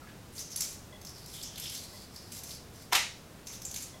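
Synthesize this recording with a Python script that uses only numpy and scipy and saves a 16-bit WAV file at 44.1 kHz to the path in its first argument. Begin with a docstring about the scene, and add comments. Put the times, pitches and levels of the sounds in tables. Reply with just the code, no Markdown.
"""A boiled egg is peeled by hand in a small, quiet kitchen, over a low rumble and a faint wall clock.
First the fingertips rub the egg. Then the shell snaps under the thumbs and crackles as it tears off
with its membrane. Near three seconds, one large piece clatters into a plastic bowl. Last come more
rubs, snaps and crackles. All along, the table and cupboards reflect every tick."""
import sys
import numpy as np
from scipy import signal
from scipy.fft import rfft, irfft
from scipy.io import wavfile

SR = 44100
rng = np.random.default_rng(int(sys.argv[2]) if len(sys.argv) > 2 else 0)


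def file_out(sig):
    """Save sig as 16-bit WAV at sys.argv[1]."""
    # one column per channel
    cols = np.atleast_2d(sig).T
    # limit, then scale
    lim = np.clip(cols, -1, 1)
    pcm = np.round(lim * 32767).astype(np.int16)
    wavfile.write(sys.argv[1], SR, pcm)


N = 176400


def undb(db):
    """Turn decibels into a gain."""
    return 10 ** (np.asarray(db) / 20)


def unit(x):
    """Scale a sound to an energy of one."""
    return x / np.sqrt(np.sum(x ** 2) + 1e-18)


def fade(t, t60):
    """A fade that falls by 60 dB in t60 seconds."""
    return np.exp(-np.log(1000) * t / t60)


def along(points, hz):
    """Read between a table's rows, giving each octave equal room."""
    freqs, values = np.array(points).T
    return np.interp(np.log(np.maximum(hz, 1)), np.log(freqs), values)


def click(spectrum, size=512):
    """A short click with the given mix of low and high tones."""
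    cepstrum = irfft(np.log(undb(along(spectrum, np.fft.rfftfreq(size, 1 / SR)))))
    cepstrum[1:size // 2] *= 2  # folding it in half moves the energy to the click's start
    cepstrum[size // 2 + 1:] = 0
    return unit(irfft(np.exp(rfft(cepstrum))))


def ping(hz, q, size=512):
    """A few cycles that swell and die; a larger q rings longer."""
    phase = 2 * np.pi * hz * np.arange(size) / SR
    return unit(phase ** 3 * np.exp(-phase / q) * np.sin(phase))


def add(out, start, x):
    """Mix x into out from a start time in seconds."""
    i = max(int(start * SR), 0)
    out[i:i + len(x)] += x[:max(len(out) - i, 0)]


# Tone of the room's steady noise: f/Hz, level/dB
RUMBLE_SPECTRUM = [(20, -9.5), (40, -6), (75, -0.5), (160, -2), (300, -8), (600, -12.5), (2500, -23),
                   (5000, -24), (12000, -29.5), (16000, -32.5)]

def rumble(level_db=-50.5):
    """The house rumbles steadily, with a faint hiss."""
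    colour = undb(along(RUMBLE_SPECTRUM, np.fft.rfftfreq(N, 1 / SR)))
    noise = irfft(rfft(rng.standard_normal(N)) * colour, N)
    return undb(level_db) * noise / np.std(noise)


# Echoes from the table and cupboards: delay t/s, gain
NEAR_ECHOES = [(.00095, 0.41), (.0029, 0.72), (.0037, 0.39), (0.0094, .18), (0.0131, 0.31)]
# How long the room rings: f/Hz, 60 dB fade t/s
ROOM_FADES = [(200, 0.21), (1000, 0.3), (3000, 0.41), (6000, 0.44), (10000, 0.35), (16000, 0.11)]

def kitchen(x, tail_db=2.5, build_s=0.0008, size=24000):
    """A sound arrives directly, then as near echoes and a blurred tail whose highest treble dies first."""
    t, hz = np.arange(size) / SR, np.fft.rfftfreq(size, 1 / SR)
    noise = rfft(rng.standard_normal(size))
    edges = np.geomspace(100, SR / 2, 25)
    tail = np.zeros(size)
    for low, high in zip(edges, edges[1:]):
        band = irfft(noise * (hz >= low) * (hz < high), size)
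        tail += band * fade(t, along(ROOM_FADES, np.sqrt(low * high)))
    room = undb(tail_db) * unit(tail * (1 - np.exp(-t / build_s)))
    room[0] += 1  # the direct sound
    for delay, gain in NEAR_ECHOES:
        add(room, delay, np.array([gain]))
    return signal.fftconvolve(x, room)[:N]


# Tones of the clock's case: f/Hz, level/dB
CLOCK_TONES = [(605, 0.5), (1040, -8.5), (2010, -4), (3370, 1.5)]
# Ticks loud enough to hear: t/s, level/dB
CLOCK_TICKS = [(0.924, -26), (1.93, -28), (3.94, -25.5)]

def clock(swell_s=0.0058, size=8192):
    """A wall clock steps; its case rings faintly, swelling and fading."""
    out, t = np.zeros(N), np.arange(size) / SR
    for start, tick_db in CLOCK_TICKS:
        ring = sum(undb(db) * np.sin(2 * np.pi * (hz * t + rng.random())) for hz, db in CLOCK_TONES)
        tick = unit(ring * t * np.exp(-t / swell_s))
        add(out, start, kitchen(undb(tick_db) * tick))
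    return out


# Fingertips rubbing the egg: start t/s, fade t/s, level/dB, centre f/Hz
FINGER_RUBS = [(0.016, 0.0026, -30, 1200), (0.069, 0.0027, -30, 1350), (0.085, 0.0044, -32.5, 2460),
               (3.341, .02, -37, 1700), (3.484, 0.018, -29.5, 2160)]

def fingers(size=16384):
    """Fingertips land on the egg with dull, grainy rubs."""
    out, t = np.zeros(N), np.arange(size) / SR
    for start, fade_s, db, hz in FINGER_RUBS:
        grains = rng.laplace(size=size) * t / fade_s * np.exp(-t / fade_s)
        add(out, start, undb(db) * unit(signal.fftconvolve(grains, ping(hz, q=1.13))))
    return out


# Hits on the bowl: t/s, clatter level/dB, ring level/dB, f/Hz above which the ring is weaker
BOWL_HITS = [(2.9182, -31, -44, 2960), (2.9229, -23.5, -30, 1480), (2.9246, -17.5, -4, 1090),
             (2.9297, -15, -22, 2500), (2.932, -11, -25, 2500), (2.944, -28, -45, 2500),
             (2.9506, -10.5, -29, 3500), (2.9537, -8, -22, 3500), (2.9588, -13.5, -46, 3500),
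             (2.9611, -24.5, -44, 3500)]
# Tones of the plastic bowl: f/Hz, level/dB, 60 dB fade t/s
BOWL_TONES = [(560, -17.5, 0.037), (773, -17, 0.032), (844, -5, 0.035), (927, -5.5, 0.042),
              (1060, -8, 0.013), (1178, -19, 0.15), (1823, -8, 0.062), (2140, -17, 0.04), (2665, -7, 0.068),
              (3520, -24, .05)]
# Tone of the loose shell's clatter: f/Hz, level/dB
CLATTER_SPECTRUM = [(150, -21), (400, -9), (900, -4), (1400, -1), (2000, 5.5), (3200, 1.5), (4400, -2.5),
                    (5900, 4), (7000, -3.5), (8500, -9), (11500, -11), (14000, -9.5), (16000, -32)]

def bowl(clatter_gain_db=7.5, ring_gain_db=-3, size=24000):
    """A piece of shell lands softly, tips over and clatters; soft hits ring mostly the low tones."""
    out, t = np.zeros(N), np.arange(size) / SR
    colour = click(CLATTER_SPECTRUM)
    rise = 1 - np.exp(-t / 0.0018)
    for start, clatter_db, ring_db, top_hz in BOWL_HITS:
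        burst = unit(rng.standard_normal(size) * fade(t, t60=0.0058))
        burst[0] += 1  # the first sharp touch
        clatter = undb(clatter_db + clatter_gain_db) * unit(signal.fftconvolve(burst, colour)[:size])
        ring = np.zeros(size)
        for hz, db, t60 in BOWL_TONES:
            gain = undb(db) / np.hypot(1, (hz / top_hz) ** 2)
            ring += gain * np.sin(2 * np.pi * hz * t) * fade(t, t60)
        ring *= undb(ring_db + ring_gain_db) * rise / 2
        add(out, start, kitchen(clatter + ring))  # each hit reaches the room from its own spot
    return out


# Tone of breaking shell: f/Hz, level/dB
FRACTURE_SPECTRUM = [(300, -26), (1200, -14), (2300, -1.5), (3200, -1.5), (4500, 3), (7300, 3.5),
                     (8600, 0.5), (11500, 3.5), (13500, 0), (16000, -10.5)]

def fracture():
    """Brittle shell breaks with a crisp click."""
    return click(FRACTURE_SPECTRUM)


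# Pulls on the shell: start t/s, length t/s, level/dB, flake f/Hz, click level/dB against the ring
SHELL_PULLS = [(0.321, 0.031, -58.5, 9100, 0), (0.347, 0.045, -53, 6200, 2.5),
               (0.385, 0.031, -45, 6200, 0.5), (0.409, 0.07, -55, 6360, -15), (0.498, 0.042, -47, 5770, -5),
               (0.564, 0.07, -45, 6300, -5), (0.612, 0.052, -50.5, 6550, 5.5),
               (0.663, 0.088, -58.5, 6600, 7.5), (1.06, 0.058, -55, 5660, -2),
               (1.129, 0.14, -58.5, 4870, -3), (1.267, 0.095, -55.5, 5370, 4), (1.32, 0.12, -54, 3420, 1.5),
               (1.411, 0.23, -59, 3240, -16), (1.426, 0.057, -48, 5940, -14), (1.503, 0.1, -63, 4740, 0),
               (1.599, 0.13, -51, 3420, 1.5), (1.607, 0.1, -47, 5440, -24), (1.71, 0.084, -50.5, 4200, 4),
               (1.791, 0.061, -54, 4520, 3), (1.854, 0.19, -57, 4880, -0.5), (2.05, 0.75, -64, 4970, -0.5),
               (2.311, 0.081, -54.5, 5950, 7.5), (2.425, 0.11, -53.5, 6000, 3),
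               (2.503, 0.053, -52.5, 5040, -1), (2.723, 0.12, -61, 5400, 1.5), (3.455, 0.11, -51, 6080, -3),
               (3.619, 0.086, -53, 6400, -4), (3.766, 0.028, -54, 5060, 5), (3.799, 0.045, -54.5, 6100, 7),
               (3.852, 0.041, -62, 6000, 6)]

def crackle(cracks_per_s=1700, spread_db=4.3, gain_db=-5, release_s=0.024, steps=3, size=16384):
    """Each pull tears tiny cracks of very unequal size; the pitch sinks as the loose flake grows."""
    out, t = np.zeros(N), np.arange(size) / SR
    crisp = fracture()
    for start, length, db, hz, click_db in SHELL_PULLS:
        breaks = rng.random(size) < cracks_per_s / SR
        strength = undb(spread_db * np.minimum(rng.exponential(size=size), 3.5))
        swell = np.clip(t / length / 0.14, 0, 1)  # over the first 14% of the pull
        release = np.clip((length - t) / release_s + 0.5, 0, 1)
        cracks = breaks * rng.choice([-1, 1], size) * strength * swell * release
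        pitches = hz * np.exp(0.06 * np.linspace(1, -1, steps))
        progress = np.clip(t / length, 0, 1)
        step = np.floor(steps * (progress + rng.random(size)) / 2)  # later cracks tend to ring lower
        ring = sum(signal.fftconvolve(cracks * (step == k), ping(pitch, q=4.8))
                   for k, pitch in enumerate(pitches))
        clicks = signal.fftconvolve(cracks * rng.standard_normal(size), crisp)
        pull = unit(ring) + undb(click_db) * unit(clicks)
        add(out, start, undb(db + gain_db) * np.sqrt(length * SR) * pull)
    return out


# Single snaps of the shell: t/s, level/dB, flake f/Hz, click level/dB against the ring
SHELL_SNAPS = [(0.3804, -27, 5100, -6), (0.402, -28, 6060, -21), (.531, -33, 5630, -13),
               (0.5603, -20.5, 6300, -2), (0.562, -18.5, 10900, -23), (.573, -27, 4840, -10),
               (.607, -18.5, 5400, -10), (0.6071, -20, 7660, 2.5), (.620, -20.5, 6000, -2.5),
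               (1.015, -41.5, 6540, 4), (1.0496, -31, 6100, -2), (1.069, -29, 5440, -12),
               (1.182, -41, 4730, 1), (1.261, -35, 5840, 2), (1.413, -30.5, 4610, -12),
               (1.427, -28.5, 7860, -6), (1.4338, -25, 5700, -3.5), (1.558, -31, 4000, -5),
               (1.577, -33, 3400, -1), (1.581, -34, 3100, 6.5), (1.599, -28, 11800, 2),
               (1.6571, -26, 3270, -17), (1.6974, -33, 10800, 6), (1.7488, -26, 6050, -5),
               (2.1613, -29.5, 5170, -6.5), (2.927, -18.5, 11540, -8), (2.3895, -35, 13000, -5),
               (2.4357, -37, 6300, 8), (2.508, -30, 4440, -12), (3.4707, -28, 6200, -1.5),
               (3.535, -37, 4040, 3), (3.619, -31, 6230, 0), (3.6514, -20, 7300, -9.5),
               (3.7127, -28.5, 6330, -1.5), (3.743, -34.5, 5000, 9.5), (3.761, -21.5, 6300, -14),
               (3.7618, -29, 2700, 3.5), (3.8228, -32, 7640, 2.5)]

def snaps(gain_db=-1.5, click_gain_db=2, ring_s=0.00015, trail_s=0.0023, size=512):
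    """Each snap is a sharp break with a ragged trail, and the brief ring of the freed flake."""
    out, t = np.zeros(N), np.arange(size) / SR
    crisp = fracture()
    for start, db, hz, click_db in SHELL_SNAPS:
        trail = unit(rng.standard_normal(size) * np.exp(-t / trail_s))
        crack = unit(crisp + 0.43 * np.convolve(trail, crisp)[:size])
        ring = ping(hz, q=2 * np.pi * hz * ring_s)
        snap = ring + undb(click_db + click_gain_db) * crack
        add(out, start, 2 * undb(db + gain_db) * snap)
    return out


def scene():
    """Bowl and hands sound from different places in the room; left and right hear the same mix."""
    mono = rumble() + bowl() + kitchen(crackle()) + kitchen(snaps() + fingers()) + clock()
    return np.array([mono, mono])


def record(dry):
    """A steep filter cuts the treble above 15850 Hz."""
    return signal.sosfilt(signal.ellip(10, 0.2, 80, 15850, fs=SR, output="sos"), dry)


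dry = scene()
out = record(dry)
file_out(out)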